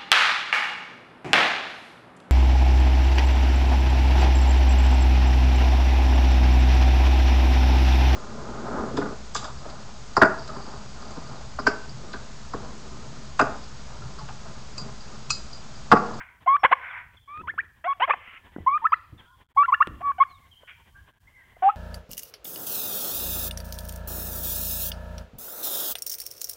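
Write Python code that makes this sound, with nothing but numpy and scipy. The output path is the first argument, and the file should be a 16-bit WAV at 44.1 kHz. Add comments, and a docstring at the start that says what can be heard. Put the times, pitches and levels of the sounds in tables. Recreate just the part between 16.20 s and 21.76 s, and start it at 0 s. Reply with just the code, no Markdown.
"""A quiet grassy yard where two turkeys spar close by.
Their voices are swept harmonic tones: low croaks, whistled whines and quick yelps, raspy when forced.
Hisses are shaped noise; feet and wings thump and snap as short noise bursts.
Far birds chirp as gliding sines over rumble, a distant village and thin air noise.
Two early reflections and a faint noise tail answer from the yard."""
import sys
import numpy as np
from scipy import signal
from scipy.fft import rfft, irfft, next_fast_len
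from scipy.io import wavfile
from scipy.ndimage import uniform_filter1d, map_coordinates

SR = 44100
rng = np.random.default_rng(int(sys.argv[2]) if len(sys.argv) > 2 else 0)


def unload_wav(signal):
    """Save mono or channel-first audio to the path in sys.argv[1] as 16-bit WAV at rate SR, clipped to [-1, 1]."""
    wavfile.write(
        sys.argv[1],
        SR,
        np.round(np.clip(np.atleast_2d(signal).T, -1, 1) * 32767).astype(np.int16),
    )


N = 245195


def amp(db):
    """Decibels to gain."""
    return 10 ** (np.asarray(db) / 20)


def unit(x):
    """Scale to rms 1."""
    return x / np.sqrt(np.mean(x ** 2) + 1e-20)


def along(points, hz):
    """(Hz, value) points read on a log frequency axis."""
    f, v = np.transpose(points)
    return np.interp(np.log(hz + 1), np.log(f + 1), v)


def curve(rows):
    """(s, value) rows as one value per sample of the scene."""
    return np.interp(np.arange(N) / SR, *np.transpose(rows))


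def add(track, s, sound):
    """Mix a sound into the track at time s."""
    start = max(0, round(s * SR))
    part = track[start:start + len(sound)]
    part += sound[:len(part)]


def wobble(n, rate):
    """A smooth random curve, rate knots a second."""
    knots = rng.standard_normal(int(n * rate / SR) + 4)
    return map_coordinates(knots, [np.arange(n) * rate / SR])


def coloured(x, points):
    """Causal minimum-phase filter with the gain of the (Hz, dB) points."""
    m = 2 * next_fast_len(len(x) // 2 + SR // 20)
    gain = amp(along(points, np.fft.rfftfreq(m, 1 / SR)))
    cepstrum = irfft(np.log(gain))
    cepstrum[1:m // 2] *= 2
    cepstrum[m // 2 + 1:] = 0
    return irfft(rfft(x, m) * np.exp(rfft(cepstrum)), m)[:len(x)]


def noise(points):
    """Noise of rms 1 with the given spectrum."""
    return unit(coloured(rng.standard_normal(N), points))


def resonance(x, hz, width_hz):
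    """What one resonance of gain 1 passes."""
    return signal.lfilter(*signal.iirpeak(hz, hz / width_hz, SR), x)


def sine(pitch_hz):
    """A sine that follows a pitch curve."""
    return np.sin(2 * np.pi * np.cumsum(pitch_hz) / SR)


# Decay of the yard's tail. Each row: frequency in Hz, t60 in s at linger 1.
YARD_DECAY = [(200, 1), (1200, 0.43), (3500, 0.91), (8000, 1)]
LEAF_SWAY_S, LEAF_SWAY_RATE_HZ = .00016, 60


def yard(x, linger=1, rise_s=0.0087):
    """Ground, trees and walls return a thin tail that builds and decays; moving leaves blur its pitch."""
    hz, t, z = signal.stft(rng.standard_normal(SR), SR, nperseg=256)
    decay = amp(-60 * t / (linger * along(YARD_DECAY, hz)[:, None]))
    build_up = 1 - np.exp(-t / rise_s)
    tail = signal.istft(z * decay * build_up, SR, nperseg=256)[1]
    echo = signal.fftconvolve(x, tail / np.linalg.norm(tail))
    sway = LEAF_SWAY_S * SR * wobble(N, LEAF_SWAY_RATE_HZ)
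    return map_coordinates(echo, [np.arange(N) + sway])


def far_flock(count=26, low_hz=950, high_hz=2300):
    """Other fowl whistle softly across the village, with their echo; rms 1."""
    out = np.zeros(N)
    n = SR // 10
    for when, height, glide in rng.uniform(size=(count, 3)):
        start_hz = low_hz * (high_hz / low_hz) ** height
        glide_ratio = np.geomspace(1, .9 + .15 * glide, n)
        pitch = start_hz * glide_ratio * (1 + .02 * wobble(n, 250))
        add(out, when * N / SR, signal.windows.hann(n) * sine(pitch))
    return unit(out + yard(out))


# Thin hiss of the air. Each row: time in s, level in dB before a 4 dB lift.
AIR_LEVEL = [(1.6, -76.5), (3.5, -75.5)]
# Wash of the far village. Each row: time in s, level in dB before its own flicker.
VILLAGE_LEVEL = [(1.1, -68.5), (1.58, -70), (2.3, -62), (4.6, -69), (5.1, -65)]
# Its spectrum. Each row: frequency in Hz, relative level in dB per Hz.
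VILLAGE_SPECTRUM = [(130, 4), (600, -4.5), (1050, 3.5), (1250, -6.5), (1700, 0), (2600, -8), (3200, -4),
                    (4800, -33)]
# The recorder's noise gate briefly pulls the background down. Each row: time in s, gain in dB.
GATE_DIPS = [(3.21, -1), (3.28, -12.5), (3.31, -5.5), (3.34, -17.5), (3.36, 2.5), (4.85, 1), (4.96, -7.5),
             (5.02, 0)]


def background(rumble_db=-61, flock_db=-5):
    """Low rumble, the flickering wash of the far village with its fowl, and a thin, nearly steady hiss."""
    rumble_spectrum = [(15, -19.0), (45, -2.5), (80, 3.0), (130, -8.0), (900, -70.5)]
    rumble = amp(rumble_db + 2.3 * wobble(N, 8.1)) * noise(rumble_spectrum)
    wash = amp(5.7 * wobble(N, 36)) * noise(VILLAGE_SPECTRUM)
    village = amp(curve(VILLAGE_LEVEL)) * (wash + amp(flock_db) * far_flock())
    air = amp(curve(AIR_LEVEL) + 4) * noise([(6500, -0.13), (10000, -0.52), (15500, 0.14)])
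    return (rumble + village + air) * amp(curve(GATE_DIPS))


# Filter for voice and hiss. Each row: frequency in Hz, gain in dB.
VOICE_GAIN = [(300, -18), (480, -11), (700, -0.5), (1900, 1), (2500, 0.5), (3300, -8.5), (3750, -20),
              (4300, -34.5), (6000, -47), (10000, -54)]


def voice_filter(x):
    """One filter for voice and hiss: full middle band, weak lows, steep recorder cut above about 3.5 kHz."""
    return coloured(x, VOICE_GAIN)


# Hisses. Each row: start in s, rise in s, hold in s, fall in s, level in dB before the voice filter,
# beak resonance in Hz.
HISSES = [ (0, 0.0004, 0.015, 0.18, -35.5, 1530), (0.532, 0.11, 0.16, 0.2, -37.5, 1530),
          (1.894, 0.19, 0.095, 0.068, -45, 2090), (4.469, 0.012, 0.028, 0.18, -42, 2353),
          (5.424, 0.011, 0.07, 0.11, -42.5, 2800), ]
# Hiss spectrum. Each row: multiple of the beak resonance, relative level in dB per Hz.
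HISS_SPECTRUM = [(0.3, -23.5), (0.62, -8.5), (0.8, -7.5), (1, -1.5), (1.139, -5), (1.401, -0.5),
                 (1.801, -14.5), (3, -17)]
# Whistles in a hiss. Each row: multiple of the beak resonance, width in Hz, gain in dB.
EDGE_TONES = [(.635, 16, 8.5), (0.999, 22, 2.5)]
HISS_RISE_DB, HISS_FALL_DB, HISS_FALL_POWER = 16.5, 26.5, 0.53  # drops fast at first, then trails off
HISS_GRIT_DB, HISS_GRIT_RATE_HZ = 1.3, 350


def hisses():
    """Unvoiced air sputters and whistles through the beak; a higher beak resonance is brighter."""
    out = np.zeros(N)
    for s, rise, hold, fall, db, beak_hz in HISSES:
        t = np.arange(int((rise + hold + fall) * SR)) / SR
        before = np.maximum(rise - t, 0) / rise
        after = np.maximum(t - rise - hold, 0) / fall
        level_db = db - HISS_RISE_DB * before - HISS_FALL_DB * after ** HISS_FALL_POWER
        grit = amp(HISS_GRIT_DB * wobble(len(t), HISS_GRIT_RATE_HZ))
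        sputter = rng.standard_normal(len(t)) * grit
        air = coloured(sputter, [(beak_hz * k, g) for k, g in HISS_SPECTRUM])
        whistles = sum(amp(g) * resonance(air, beak_hz * k, width) for k, width, g in EDGE_TONES)
        add(out, s, unit(air + whistles) * amp(level_db) * signal.windows.tukey(len(t), .05))
    return voice_filter(out)


# Air forced past the membranes. Each row: frequency in Hz, relative level in dB per Hz.
RASP_AIR = [(300, -8), (600, -2.5), (2900, -5.5), (8000, -16.5)]
RASP_AIR_DB, RASP_SMEAR = -20, .2


def syrinx(pitch, rasp, bright_db, clean_db=-32, forced_db=23,
           second=.52, coupling=0.74, second_db=-14, blend_hz=1450):
    """A near-pure whistle whose membranes slap, beat against each other and leak air when forced."""
    n = len(pitch)
    jitter = (.003 + .028 * rasp) * wobble(n, 600)
    phase = 2 * np.pi * np.cumsum(pitch * (1 + jitter)) / SR
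    overtone_db = clean_db + bright_db + forced_db * rasp  # harder closure, stronger overtones
    tone = np.sin(phase)
    for k in range(2, 6):
        waver_db = 1.2 * k * wobble(n, 80)
        # uneven closures blur the upper partials
        slip = RASP_SMEAR * rasp ** 2 * (k - 1) * wobble(n, 650) + rng.uniform(0, 2 * np.pi)
        partial_db = overtone_db * np.log2(2 * k) / 2 + waver_db
        tone = tone + amp(partial_db) * np.sin(k * phase + slip)
    # the slower other side puts sidebands between the harmonics of low notes
    other = np.sin(second * phase + wobble(n, 120)) / (1 + (pitch / blend_hz) ** 8)
    rough = 0.002 + rasp ** 2.7
    voiced = tone * (1 + rough * coupling * other) + rough * amp(second_db) * other
    puffs = (1 + np.sin(phase)) / 2  # one a cycle
    air = unit(coloured(rng.standard_normal(n), RASP_AIR)) * puffs
    leak = amp(RASP_AIR_DB) * (0.0081 + rasp ** 2) * air * 2
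    return (voiced + leak) / np.sqrt(1 + amp(2 * overtone_db))


def syllable(pitch, db, centre_hz, rasp, bright_db, strain=0.68, crack=0.26):
    """One note; it roughens away from its central pitch and cracks far above it."""
    octaves = np.log2(pitch / centre_hz)
    overshoot = np.clip((octaves - .12) / .2, 0, 1)
    strained = np.clip(rasp + strain * np.abs(octaves) + crack * overshoot, 0, 1)
    edges = signal.windows.tukey(len(db), .006 * SR / len(db))
    return edges * amp(db) * syrinx(pitch, strained, bright_db)


# Low-register croaks, most leading into a whine. Each row: start in s, length in s, pitch in Hz,
# glide in octaves, level in dB before the voice filter, base rasp 0-1, overtone lift in dB.
CROAKS = [ (0.259, 0.019, 723, .2, -20, 0.43, -0.5), (1.639, 0.044, 705, 0.35, -21.5, 0.43, 5.5),
          (1.873, 0.025, 651, -0.4, -22.5, 0.75, 1.5), (3.361, 0.012, 845, 0.1, -21, 0, -13.5),
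          (3.802, 0.023, 691.5, 0.42, -32, 1, -8.5), (3.98, 0.018, 757.4, 0.049, -24.5, 0.3, 8.5),
          (5.42, 0.085, 782, 0.21, -9, 0.25, -11), ]
CROAK_ATTACK_S, CROAK_RELEASE_SHARE, CROAK_SETTLE_SHARE = .007, 0.27, 0.34
CROAK_WEAK_DB, CROAK_RAGGED = 8.5, 0.48  # starts weaker and raspier


def croaks():
    """Low, gliding notes that start ragged and settle into a fuller tone."""
    out = np.zeros(N)
    for s, length, hz, glide_octaves, db, rasp, bright_db in CROAKS:
        t = np.arange(int(length * SR)) / SR
        pitch = hz * 2 ** (glide_octaves * (t / length - .5))
        unsettled = np.exp(-(t / length / CROAK_SETTLE_SHARE) ** 2)
        level_db = db - CROAK_WEAK_DB * unsettled
        attack = np.minimum(t / CROAK_ATTACK_S, 1)
        release = np.minimum((1 - t / length) / CROAK_RELEASE_SHARE, 1)
        note = syllable(pitch, level_db, hz, rasp + CROAK_RAGGED * unsettled, bright_db)
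        add(out, s, attack * release * note)
    return out


# High-register whines. Each row: start in s, length in s, start in Hz, end in Hz, mid-note bend in Hz,
# level in dB before the voice filter, swell over the note in dB, mid-note fullness in dB,
# base rasp 0-1, overtone lift in dB.
WHINES = [ (0.272, 0.089, 1076, 1165, -17.5, -11.5, -3, -4.5, 0.3, 2.5),
          (1.074, 0.14, 1134, 1294, -14, -37.5, 5, 4.5, 0.38, 9.5),
          (1.233, 0.031, 1044, 952, -4.5, -40, -10, -4.5, .1, 1.5),
          (1.671, 0.057, 1112, 1106, 3, -21, 2, 3, 0.38, 5),
          (1.815, 0.036, 965, 1129, -8, -18, -3, 8.5, 0.76, 5.5),
          (1.915, .011, 2446, 2557, 7, -22, -5, -2, 0.4, 3),
          (2.498, 0.076, 1087, 1235, 19, -20, 5.5, 5.5, 0.05, 8.5),
          (2.615, 0.031, 973, 902.6, -17.5, -32, -1, 1.5, 0.2, 2),
          (3.369, 0.06, 1096, 1150, 38.5, -10, -1, 2, 0.05, 6.5),
          (3.422, 0.032, 1365, 1399, -18.5, -20, 1.5, -2, 0.2, 10.5),
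          (3.478, 0.031, 1142, 963, -12.5, -19, -12.5, 5, 0, 5.5),
          (3.82, 0.094, 1142, 1111, 21.5, -24, 16, 9.5, 0.32, -3),
          (3.998, 0.033, 1145, 1166, -50.5, -10.5, -0.5, 6, 0.27, 4), ]
WHINE_ATTACK_S, WHINE_RELEASE_S = 0.009, 0.0097
WAVER_SHARE, WAVER_DB = 0.0048, 0.15  # uneven air pressure moves pitch and level together
SCOOP_OCTAVES, SCOOP_S = 0.06, 0.019  # slides up into its pitch
FLICK_OCTAVES, FLICK_FADE_DB = 0.71, 21.5  # flicks upward as it dies


def whines():
    """Held whistles: a scoop into the note, a slow glide, an upward flick as the air runs out."""
    out = np.zeros(N)
    for s, length, start_hz, end_hz, bend_hz, db, swell_db, arch_db, rasp, bright_db in WHINES:
        t = np.arange(int((length + WHINE_RELEASE_S) * SR)) / SR
        held = np.minimum(t / length, 1)
        arch = np.sin(np.pi * held)
        dying = np.sin(np.pi / 2 * np.maximum(t - length, 0) / WHINE_RELEASE_S)
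        glide = start_hz + (end_hz - start_hz) * held + bend_hz * arch
        pitch = glide * 2 ** (FLICK_OCTAVES * dying ** 2 - SCOOP_OCTAVES * np.exp(-t / SCOOP_S))
        level_db = db + swell_db * (held - .5) + arch_db * (arch - .5) - FLICK_FADE_DB * dying
        unsteady = wobble(len(t), 55)
        pitch = pitch * (1 + WAVER_SHARE * unsteady)
        level_db = level_db + WAVER_DB * unsteady
        note = syllable(pitch, level_db, glide, rasp, bright_db)
        add(out, s, np.minimum(t / WHINE_ATTACK_S, 1) * note)
    return out


# Far chirps and soft whistles. Each row: start in s, length in s, start in Hz, end in Hz,
# level in dB, echo in dB relative to the chirp.
CHIRPS = [ (0.385, 0.061, 5570, 5260, -62, -11), (0.689, 0.048, 3620, 2960, -55.5, -15),
          (0.967, 0.021, 3564, 3050, -56, -2), (2.313, 0.14, 1957, 1965, -59, -12.5),
          (2.683, 0.12, 4970, 3220, -66, -3.5), (2.975, 0.037, 3650, 2930, -53, -5.5),
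          (3.039, 0.12, 1440, 1424, -59, -7), (3.095, 0.078, 1023, 1047, -55.5, -7.5),
          (4.07, 0.14, 4440, 2910, -63, -9.5), (4.307, 0.042, 3300, 2780, -53.5, 4),
          (4.736, 0.083, 1562, 1710, -55.5, -3), (5.067, 0.027, 2028, 2206, -53.5, -0.5),
          (5.129, 0.12, 2140, 1810, -52, -2.5), (5.354, 0.02, 2100, 2000, -57.5, -7.5), ]
CHIRP_BEND = 1.5  # exponent: the glide starts level and steepens
CHIRP_FLUTTER_HZ, CHIRP_FLICKER_DB = 45, 3


def far_birds():
    """Thin fluttering sines glide from the trees, each with its own share of echo."""
    direct, scattered = np.zeros(N), np.zeros(N)
    for s, length, start_hz, end_hz, db, echo_db in CHIRPS:
        n = int(length * SR)
        glide = start_hz + (end_hz - start_hz) * np.linspace(0, 1, n) ** CHIRP_BEND
        pitch = glide + CHIRP_FLUTTER_HZ * wobble(n, 400)
        level = amp(db + CHIRP_FLICKER_DB * wobble(n, 87))
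        chirp = level * signal.windows.tukey(n, .6) * sine(pitch)
        add(direct, s, chirp)
        add(scattered, s, amp(echo_db) * chirp)
    return direct + yard(scattered, linger=1.5)


# Quick yelps. Each row: start in s, rise in s, fall in s, start in Hz, pitch at the peak in Hz,
# levelled-off pitch in Hz, leap at the break in octaves, peak in dB before the catch and voice filter,
# base rasp 0-1, overtone lift in dB, catch delay in s, beak resonance in Hz, its gain in dB.
YELPS = [ (0.431, 0.018, 0.026, 627, 966, 1131, 0.39, -6.5, 1, 1, 0.014, 1670, -11.5),
         (.511, 0.022, 0.0088, 611.5, 1109, 1102, 0.018, -7, 0.87, 0, 0.012, 2170, -29),
         (1.271, 0.021, 0.031, 887, 1553, 1827, 0.22, -24, 0.36, 5.5, 0.021, 3210, 10),
         (1.376, 0.018, 0.024, 968, 1710, 1925, 0.28, -19, 0.29, -0.5, 0.021, 2950, 3),
         (1.796, 0.026, 0.0096, 549, 963, 995, 0.081, -17, 0.69, 1, 0.02, 2600, 3),
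         (1.892, .017, 0.017, 689, 1161, 1181, 0.04, -10.5, 0.93, -2.5, .012, 2160, 0.5),
         (1.927, .011, 0.012, 2077, 1080, 713, 0.062, -20, 0.8, -1.5, 0.0049, 2000, 0.5),
         (2.462, 0.017, 0.04, 921, 1063, 1097, 0.049, -9.5, 0, 1, 0.027, 2270, 12),
         (2.639, 0.019, .022, 887, 1293, 1331, .42, -10, 0.1, -1, .0115, 2730, -1.5),
         (2.719, 0.013, 0.018, 933, 1240, 1359, 0.5, -7.5, 0.28, 1.5, 0.0085, 2810, 0.5),
         (3.520, 0.013, 0.025, 1000, 1171, 1400, 0.31, -7, 0, 4, 0.015, 2800, 16),
         (3.602, 0.015, 0.018, 960, 1214, 1391, 0.42, -5, 0.14, -1, 0.016, 2776, 16),
         (5.485, 0.0083, 0.027, 910, 1262, 1277, 0.066, -14.5, 0.33, -7, 0.0086, 2800, 4), ]
YELP_RISE_DB, YELP_RISE_POWER = 19.5, 2.6
YELP_FALL_DB, YELP_FALL_POWER = 39.5, 1.88
BREAK_SHARE = .48  # how far into its fade the voice breaks upward
YELP_DULL_DB = 3  # overtones are this much weaker before the pressure builds
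SWEEP_EASE = 1.25  # above 1 the sweep slows as it nears the peak
CATCH_DB, CATCH_WIDTH_S = 11, 0.0023  # the voice catches as it hops to the next register
BEAK_WIDTH_HZ = 74


def yelps():
    """One push of air each: pitch sweeps, catches, levels off and leaps; the beak picks out one band."""
    out = np.zeros(N)
    for (s, rise, fall, start_hz, peak_hz, top_hz, leap, db, rasp, bright_db,
         catch, beak_hz, beak_db) in YELPS:
        t = np.arange(int((rise + fall) * SR)) / SR
        before = np.maximum(rise - t, 0) / rise
        after = np.maximum(t - rise, 0) / fall
        settled = np.sin(np.pi / 2 * np.minimum(after / BREAK_SHARE, 1))
        sweep = peak_hz * (start_hz / peak_hz) ** (before ** SWEEP_EASE) * (top_hz / peak_hz) ** settled
        pitch = sweep * 2 ** (leap * (after > BREAK_SHARE))
        level_db = db - YELP_RISE_DB * before ** YELP_RISE_POWER - YELP_FALL_DB * after ** YELP_FALL_POWER
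        level_db = level_db - CATCH_DB * np.exp(-((t - catch) / CATCH_WIDTH_S) ** 2)
        note = syllable(pitch, level_db, peak_hz, rasp, bright_db - YELP_DULL_DB * before ** 2)
        note = np.pad(note, (0, SR // 50))  # room for the beak to ring on
        add(out, s, note + amp(beak_db) * resonance(note, beak_hz, BEAK_WIDTH_HZ))
    return out


# Tube resonances. Each row: frequency in Hz, width in Hz, gain in dB.
WINDPIPE = [(1740, 170, -6.5)]


def windpipe(x):
    """A narrow tube resonance flares and rings on as the overtones sweep through it."""
    return x + sum(amp(db) * resonance(x, hz, width) for hz, width, db in WINDPIPE)


def calls(voice_db=-0.74):
    """Croaks, whines and yelps, all shaped by the same voice filter and windpipe."""
    return windpipe(voice_filter(amp(voice_db) * (croaks() + whines() + yelps())))


def blow(spectrum, t60):
    """A noise burst of peak 1 that decays at t60, cut at a third of a second."""
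    t = np.arange(SR // 3) / SR
    burst = coloured(rng.standard_normal(len(t)) * amp(-60 * t / t60), spectrum)
    return burst / np.abs(burst).max()


# Sharp snaps of beak and feather. Each row: start in s, peak in dB.
SNAPS = [(0.449, -18), (1.175, -34.5), (3.6725, -18)]
# Snap spectrum. Each row: frequency in Hz, relative level in dB per Hz.
SNAP_SPECTRUM = [(700, 2.5), (1600, 3.5), (3200, -5), (6500, -36), (10500, -23), (15000, -39)]
# Feet and wings thumping. Each row: start in s, peak in dB before the turf, t60 in s, boom in Hz.
THUMPS = [(1.183, -39.5, 0.83, 84), (1.21, -36.5, 0.049, 340), (1.338, -39, .015, 750),
          (2.362, -24, 0.011, 300), (2.384, -26.5, 0.0096, 192), (2.4, -32, 0.16, 87.4),
          (2.923, -33.5, 0.22, 78.6), (3.674, -25.5, 0.011, 326), (3.681, -33, 0.72, 71.9),
          (4.432, -41.5, 0.032, 643), (5.367, -36.5, 0.025, 750)]
# Thump spectrum. Each row: multiple of the boom, relative level in dB per Hz.
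THUMP_SPECTRUM = [(.3, -11.5), (1, 7.5), (1.7, -6), (4, -7.5), (20, -50)]
# Soft ground dulls every thump. Each row: frequency in Hz, gain in dB.
TURF = [(1300, -0.5), (3000, -25.5)]


def scuffle():
    """Feet and wings thump as bursts dulled by turf; a few dry snaps decay in milliseconds."""
    out = np.zeros(N)
    for s, db, t60, boom_hz in THUMPS:
        add(out, s, amp(db) * blow([(boom_hz * k, g) for k, g in THUMP_SPECTRUM], t60))
    out = coloured(out, TURF)
    for s, db in SNAPS:
        add(out, s, amp(db) * blow(SNAP_SPECTRUM, t60=.006))
    return out


# Reflections off the ground and the tree trunk. Each row: delay in s, gain in dB.
BOUNCES = [(.0055, -24.5), (0.01, -26.5)]


def scene():
    """Near turkeys with two close reflections and a thin tail, over far birds and the background."""
    near = calls() + hisses() + scuffle()
    early = sum(amp(db) * np.pad(near, (round(delay * SR), 0))[:N] for delay, db in BOUNCES)
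    tail = amp(-19.5) * yard(near)
    return (near + early + tail + far_birds() + background())[None]


GATE_DB, GATE_WINDOW_S, GATE_STEEPNESS = -68, .003, 9
TOP_HZ = 15800


def record(dry):
    """A fast noise gate stutters shut in the quietest moments; nothing is kept above the band limit."""
    power = uniform_filter1d(dry ** 2, int(GATE_WINDOW_S * SR))
    level = np.sqrt(np.abs(power) + 1e-12)
    gated = dry / (1 + (amp(GATE_DB) / level) ** GATE_STEEPNESS)
    m = next_fast_len(N + SR // 2)
    kept = np.fft.rfftfreq(m, 1 / SR) < TOP_HZ
    return irfft(rfft(gated, m) * kept, m)[..., :N]


dry = scene()
out = record(dry)
unload_wav(out)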